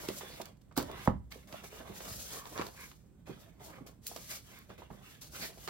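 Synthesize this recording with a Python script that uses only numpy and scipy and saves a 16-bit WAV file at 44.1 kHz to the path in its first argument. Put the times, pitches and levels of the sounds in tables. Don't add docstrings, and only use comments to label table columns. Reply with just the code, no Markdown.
import sys
import numpy as np
from scipy import signal
from scipy.fft import rfft, irfft, next_fast_len
from scipy.io import wavfile
from scipy.ndimage import uniform_filter1d, map_coordinates

SR = 44100
rng = np.random.default_rng(int(sys.argv[2]) if len(sys.argv) > 2 else 0)


def store_wav(level_fs):
    pcm = np.round(np.clip(np.atleast_2d(level_fs), -1, 1) * 32767)
    wavfile.write(sys.argv[1], SR, pcm.T.astype(np.int16))


N = 250929
T = np.arange(N) / SR


def undb(db):
    return 10 ** (np.asarray(db) / 20)


def unit(x):
    return x / np.sqrt(np.mean(x ** 2))


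def fade(t, t60):
    return np.exp(-np.log(1000) * t / t60)


def at_hz(points, hz):
    f, value = np.transpose(points)
    return np.interp(np.log(hz), np.log(f), value)


def colour(x, points, tilt=0):
    size = next_fast_len(x.shape[-1])
    hz = np.maximum(np.arange(size // 2 + 1) * SR / size, 1)
    gain = undb(at_hz(points, hz) + tilt * np.log2(hz))
    return unit(irfft(rfft(x, size) * gain, size)[..., :x.shape[-1]])


def band(x, lo, hi):
    sos = signal.butter(2, [lo, min(hi, .45 * SR)], "band", fs=SR, output="sos")
    return signal.sosfilt(sos, x)


def spread(pair, width):
    side = np.array([[1], [-1]]) * pair[1]
    return (pair[0] + width * side) / np.sqrt(1 + width ** 2)


def pan(db):
    return undb(np.array([[1], [-1]]) * db / 2)


def from_right(x, lag_s):
    return np.array([np.interp(T - lag_s, T, x[0]), x[1]])


def walk(rate, size=N):
    hold = int(SR / rate)
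    steps = np.repeat(rng.standard_normal(size // hold + 1), hold)
    return unit(uniform_filter1d(steps, hold)[:size])


def add(out, s, sound):
    i = int(s * SR)
    out[:, i:i + sound.shape[-1]] += sound[..., :N - i]


def movement(start, attack, hold, release):
    age = T - start
    return np.clip(age / attack, 0, 1) * fade(np.maximum(age - attack - hold, 0), release)


def air():
    # (f/Hz, relative level/dB)
    air_spectrum = [(20, -31.5), (30, -15.5), (40, 1.5), (62, 5.5), (85, 0.5), (140, 2.5), (200, 0),
                    (300, -8), (500, -17.5), (1000, -27), (2000, -35.5), (6000, -53.5), (8000, -36.5),
                    (10500, -53), (15000, -44)]
    noise = spread(colour(rng.standard_normal((2, N)), air_spectrum), width=0.48)
    return undb(-59 + 0.2 * walk(3.5)) * noise * pan(-5.5)


def room(x):
    # (f/Hz, t60/s)
    room_decay = [(80, 0.41), (300, 0.19), (1000, 0.22), (4000, 0.22), (14000, 0.12)]
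    t, tail = T[:SR // 2], 0
    for hz in 60 * 2. ** np.arange(9):
        octave = band(rng.standard_normal((2, len(t))), hz / np.sqrt(2), hz * np.sqrt(2))
        tail = tail + octave * fade(t, at_hz(room_decay, hz))
    tail = spread(tail, width=0.78) * np.clip((t - .004) / 0.002, 0, 1)
    unit_energy = tail / np.sqrt(np.sum(tail ** 2) / 2)
    return signal.fftconvolve(x, unit_energy, axes=1)[:, :N]


def desk(blows):
    # (f/Hz, relative gain/dB, t60/s)
    desk_modes = [(61, 9, .9), (73, 1, .45), (108, -9, .3), (138, -2, .33), (204, 1, .24), (254, -10, .2),
                  (287, -5, .26), (391, -6, .2), (484, -11, .17), (529, -10, .14), (864, -20, .26),
                  (982, -16, .33)]
    t, ring = T[:SR], 0
    for hz, db, t60 in desk_modes:
        at_peak = 2 * np.log(1000) / (t60 * SR)
        ring = ring + undb(db) * at_peak * fade(t, t60) * np.sin(2 * np.pi * hz * t)
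    return undb(6) * signal.fftconvolve(blows, ring[None])[:, :N]


def push():
    judder = unit(band(rng.standard_normal(N), 55, 173))
    shove = movement(start=.78, attack=0.09, hold=0.13, release=0.19)
    return undb(-57) * judder * shove * pan(-1.0)


def bumps():
    # (t/s, relative level/dB, f/Hz, swell/cycles, relative rattle level/dB)
    blow_list = [ (0.0874, -25, 343, 0.9, -11), (0.2097, -36.5, 970, 0.85, -4), (0.233, -39, 467, 0.92, -6),
                 (.399, -41, 624, 2.2, 7.5), (.712, -55.5, 1110, 0.91, 3.5), (0.766, -38.5, 1310, 2.2, 1.5),
                 (.775, -24, 278, 2, -5.5), (0.7762, -26, 695, 0.63, 1.5), (.787, -26.5, 302, 0.25, -10),
                 (0.7998, -29, 1270, 1, -6.5), (.815, -36, 325, 1.6, -16.5),
                 (1.0754, -11.5, 880, 0.74, -28), (1.0748, -26, 1820, 2.26, -22),
                 (1.077, -21.5, 586, 1.23, -9), (1.0793, -13.5, 215, 0.51, -11),
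                 (1.105, -26.5, 117, 0.31, -20), (1.358, -45.5, 444, 1.5, -3), (1.531, -40, 232, 0.51, -22),
                 (1.797, -47.5, 570, 5.1, 12.5), (1.896, -42, 216, 0.56, 2.5), (2.005, -47, 740, 0.52, 4),
                 (2.077, -48, 1020, 0.83, 6), (2.112, -44, 99, 0.93, -24), (2.160, -45, 175, 0.31, -12),
                 (2.595, -27, 324, 0.78, -14), (2.611, -45, 160, 0.3, -8), (3.274, -49, 600, 1.8, 4.5),
                 (3.293, -42, 262, 1.46, 10.5), (3.808, -43.5, 267, 2.3, 4), (4.1139, -42.5, 750, 1.3, -4),
                 (4.1612, -36, 595, 1.3, -5.5), (4.701, -51, 1100, 1, 6), (4.820, -39, 780, 0.66, -6),
                 (4.903, -41.5, 720, 0.85, -0.5), (4.911, -43, 228, 0.21, -1),
                 (5.574, -46, 598, 0.98, -2.5), (5.677, -46.5, 1140, 3.2, 9.5), (5.678, -42, 380, 1.2, 0)]
    out, t = np.zeros((2, N)), T[:SR // 4]
    for s, db, hz, cycles, rattle_db in blow_list:
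        age = t * hz / cycles
        swing = age * np.exp(1 - age ** 1.46) * np.sin(2 * np.pi * hz * t)
        noise = band(rng.standard_normal((2, len(t))), hz * 0.39, hz * 1.42)
        leaves = spread(unit(noise), width=0.52)
        rattle = leaves * fade(t, 0.089 * (500 / hz) ** 0.21) * (1 - np.exp(-age))
        add(out, s, undb(db) * (swing + undb(rattle_db - 3.0) * rattle))
    return band(out, 42.6, 15000) * pan(-4.5)


def snaps():
    # (t/s, relative level/dB, t60/s, tilt/dB per octave)
    snap_list = [(0.086, -16.5, 0.015, -1.5), (0.414, -27, 0.023, -0.5), (.456, -31.5, 0.016, 3),
                 (0.57, -55, 0.024, -1), (.612, -57.5, .06, 0), (.724, -55, .05, -3),
                 (.766, -27, 0.095, 5.5), (0.7739, -15.5, 0.04, 5), (0.783, -25.5, 0.096, 3),
                 (0.826, -26.5, .015, 3), (.914, -32.5, 0.017, 2), (1.0743, -25, 0.0097, -2),
                 (1.315, -38.5, 0.066, -1), (1.526, -26.5, 0.014, -4.5), (1.643, -34, 0.021, 3),
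                 (2.005, -26.5, 0.012, -6), (2.108, -31, .012, -5), (2.213, -35, 0.012, -6),
                 (2.454, -35.5, 0.089, -7), (2.577, -32, 0.3, -6), (2.613, -23.5, 0.043, -8.5),
                 (2.665, -31.5, 0.056, 0), (2.914, -44.5, 0.068, -5), (3.268, -49, 0.13, -3),
                 (3.866, -45.5, 0.089, -3.5), (4.066, -21, 0.03, 4.5), (4.068, -20, 0.067, 7.5),
                 (4.162, -27, 0.037, 0), (4.588, -26, 0.009, 9.5), (4.701, -43, 0.041, -3.5),
                 (5.214, -43, 0.23, -1), (5.676, -29.5, 0.38, -5)]
    # (f/Hz, relative level/dB)
    snap_spectrum = [(40, -82.5), (300, -14.5), (1000, 2), (2500, 3), (4500, 5.5), (7000, -1.5),
                     (9000, -5.5), (15000, -2)]
    out, t = np.zeros((2, N)), T[:SR // 5]
    for s, db, t60, tilt in snap_list:
        force = rng.standard_normal((2, len(t))) * undb(4.9 * walk(500, size=len(t)))
        force[0, 24] += 11
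        burst = spread(colour(force, snap_spectrum, tilt), width=1.0)
        onset = 1 - np.exp(-t / 0.0009)
        add(out, s, undb(db - 7.5) * burst * fade(t, t60) * onset)
    return out


def crinkles(activity_db):
    out, t = np.zeros((2, N)), T[:SR // 50]
    for when, pitch, force, where in rng.random((110, 4)):
        i, hz = int(when * N), 1500 * 6 ** pitch
        tick = unit(band(rng.standard_normal(len(t)), hz / 1.3, hz * 1.3)) * fade(t, .009)
        level_db = min(activity_db[i], -55) - 1.0 + 11.4 * force ** 2
        add(out, T[i], undb(level_db) * tick * pan(10 * (where - .5)))
    return out


def strokes():
    # (middle t/s, length/s, relative level/dB, tilt/dB per octave)
    stroke_list = [(0.329, 0.14, -56, 21), (0.78, 0.052, -42, 22), (0.967, 0.28, -53.5, -13),
                   (1.323, 0.025, -47, 3), (2.35, .07, -51, 7), (2.447, 0.14, -51, -18),
                   (2.592, 0.13, -40.5, -13), (2.821, 0.18, -49, -2), (3.752, .13, -55.5, -5),
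                   (4.321, 0.071, -47, -1), (4.565, 0.22, -56.5, -0.5), (5.435, .09, -41.5, 9)]
    # (f/Hz, relative level/dB)
    sheet_modes = [(1100, -6), (1680, -1), (2170, 2.5), (4300, -7.5)]
    out = np.zeros((2, N))
    for s, length, db, tilt in stroke_list:
        noise = rng.standard_normal((2, SR // 2))
        ring = 0
        for hz, mode_db in sheet_modes:
            mode = unit(band(noise, hz / 1.11, hz * 1.11))
            ring = ring + undb(mode_db + tilt * np.log2(hz)) * mode
        swell = np.hanning(int(length * SR))
        catching = undb(2 * walk(160, size=SR // 2))
        sheet = catching * spread(unit(ring), width=0.3)
        add(out, s - length / 2, undb(db - 2.0) * swell * sheet[:, :len(swell)])
    return out


def friction(points, slips_per_s, scatter_db, catch_db, catch_rate, width):
    slips = (rng.random((2, N)) < slips_per_s / SR) * rng.choice([-1, 1], (2, N))
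    size = undb(scatter_db * np.minimum(rng.exponential(size=N), 5))
    return spread(colour(slips * size, points), width) * undb(catch_db * walk(catch_rate))


def flexing(x, depth_db, changes_per_s, points_per_octave):
    hz, s, frames = signal.stft(x, SR, nperseg=1024)
    place = np.meshgrid(np.log2(1 + hz / 500) * points_per_octave, s * changes_per_s, indexing="ij")
    shape = map_coordinates(rng.standard_normal((160, 160)), place, mode="mirror")
    return unit(signal.istft(frames * undb(depth_db * shape), SR)[1][:, :N])


def slide_levels():
    # (t/s, attack/s, hold/s, release t60/s,
    # relative level/dB of the hiss of faces, of the rasp of edges, of the flutter)
    slide_list = [ (0, 0.0007, 0.097, 0.17, -53.5, -52.5, -51), (0.088, .05, 0.047, 0.27, -52, -59, -62),
                  (0.202, 0.011, 0.18, .25, -59.5, -56.5, -58.5),
                  (0.44, 0.015, 0.0063, 0.21, -64, -59.5, -56.5),
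                  (0.757, .016, 0.037, 0.39, -55.5, -56.5, -46.5),
                  (0.847, .03, 0.11, 0.19, -66.5, -57, -55), (0.968, 0.072, 0.019, 0.19, -57, -55.5, -54),
                  (1.303, 0.01, 0.03, 0.57, -63, -63, -62), (1.471, .002, 0.032, 0.28, -65, -63, -59),
                  (1.496, 0.029, 0.065, 0.45, -61.5, -59.5, -61),
                  (1.632, 0.0092, .018, 0.24, -57, -58.5, -60),
                  (1.688, 0.053, 0.043, 0.55, -60.5, -57.5, -57.5),
                  (1.83, 0.051, 0.045, .25, -65, -60, -54), (1.922, 0.043, .15, .45, -54, -58, -56.5),
                  (1.988, 0.15, .08, .55, -49, -69, -57.5), (2.228, 0.094, 0.072, 0.12, -49.5, -55, -54),
                  (2.41, 0.067, .16, 0.62, -58, -62, -55), (2.696, 0.13, 0.015, 0.46, -57, -65, -66.5),
                  (3.252, 0.025, 0.029, 0.89, -68, -62, -57),
                  (3.362, 0.046, 0.016, 0.38, -66.5, -72.5, -64),
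                  (3.592, 0.0066, 0.17, 0.4, -71.5, -65.5, -60),
                  (3.603, 0.054, 0.0079, 0.25, -56.5, -79, -84), (3.861, .006, 0.015, .17, -60.5, -66, -55),
                  (4.014, 0.065, 0.2, 0.39, -56.5, -66, -66), (4.265, 0.036, 0.049, 0.23, -48, -57, -62),
                  (4.419, 0.072, 0.063, .65, -63.5, -65.5, -66.5),
                  (4.691, .005, 0.043, 0.17, -73, -63, -60.5), (4.777, .003, 0.011, 0.42, -68, -62, -63),
                  (4.885, 0.042, 0.022, 0.85, -69, -69.5, -62.5),
                  (5.005, 0.047, 0.068, 0.42, -62.5, -60, -66),
                  (5.208, 0.0088, 0.015, 0.46, -55.5, -67, -61),
                  (5.315, 0.044, 0.0046, 0.27, -49.5, -53.5, -55.5),
                  (5.385, 0.04, 0.023, 0.27, -46.5, -49.5, -51.5),
                  (5.505, 0.17, 0.055, .3, -55.5, -61.5, -62.5)]
    power = undb(-86.5) ** 2
    for start, attack, hold, release, hiss_db, rasp_db, flutter_db in slide_list:
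        peak = undb([hiss_db, rasp_db, flutter_db]) ** 2
        power = power + np.outer(peak, movement(start, attack, hold, release) ** 2)
    return 10 * np.log10(power)


def sliding():
    # (f/Hz, relative level/dB)
    hiss_spectrum = [(1500, -18), (3000, -4), (4300, 0.5), (6000, 0.5), (7500, -2.5), (9500, -4),
                     (12000, 0.5), (15500, -3)]
    rasp_spectrum = [(600, -14.5), (1200, -4.5), (1650, -2), (1950, -1), (2250, -1), (2700, -2.5),
                     (3500, -3), (6000, -27.5)]
    flutter_spectrum = [(25, -31), (70, 7), (150, -3), (260, -1.5), (400, 2.5), (650, 3), (850, -4.5),
                        (1100, -3.5), (1500, -10.5), (2500, -52)]
    hiss_db, rasp_db, flutter_db = slide_levels()
    hiss = friction(hiss_spectrum, slips_per_s=12000, scatter_db=0.0,
                    catch_db=1.55, catch_rate=81, width=1.0)
    rasp = friction(rasp_spectrum, slips_per_s=3500, scatter_db=0.5,
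                    catch_db=2.0, catch_rate=70, width=0.55)
    flutter = friction(flutter_spectrum, slips_per_s=1500, scatter_db=2.5,
                       catch_db=4.0, catch_rate=54, width=0.44)
    hiss = flexing(hiss, depth_db=1.0, changes_per_s=18, points_per_octave=11)
    rasp = flexing(rasp, depth_db=3.5, changes_per_s=14, points_per_octave=11)
    flutter = flexing(flutter, depth_db=3.5, changes_per_s=12, points_per_octave=7.92)
    hiss = hiss * undb(hiss_db + 3.5)
    rasp = rasp * undb(rasp_db + 3.0)
    flutter = flutter * undb(flutter_db + 2.5)
    edges = from_right(rasp + flutter + strokes(), lag_s=0.00016)
    return (hiss + crinkles(hiss_db)) * pan(1.6) + edges * pan(-3)


def scene():
    blows = from_right(bumps(), lag_s=.00007) + push()
    paper = sliding() + snaps() * pan(-1.5)
    near = paper + blows + desk(blows)
    return near + undb(-11.5) * room(near) + air()


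def record(dry):
    # (f/Hz, side gain/dB)
    side_gain = [(100, -2.5), (700, 3.5), (2000, -3), (4500, -1.5), (7500, 7), (9300, 3), (11000, 0),
                 (13000, -24)]
    hz = np.maximum(np.arange(N // 2 + 1) * SR / N, 1)
    mid = (dry[0] + dry[1]) / 2
    side = irfft(rfft((dry[0] - dry[1]) / 2) * undb(at_hz(side_gain, hz)), N)
    top_cut = signal.ellip(10, .2, 80, 16000, fs=SR, output="sos")
    return signal.sosfilt(top_cut, np.array([mid + side, mid - side]))


dry = scene()
out = record(dry)
store_wav(out)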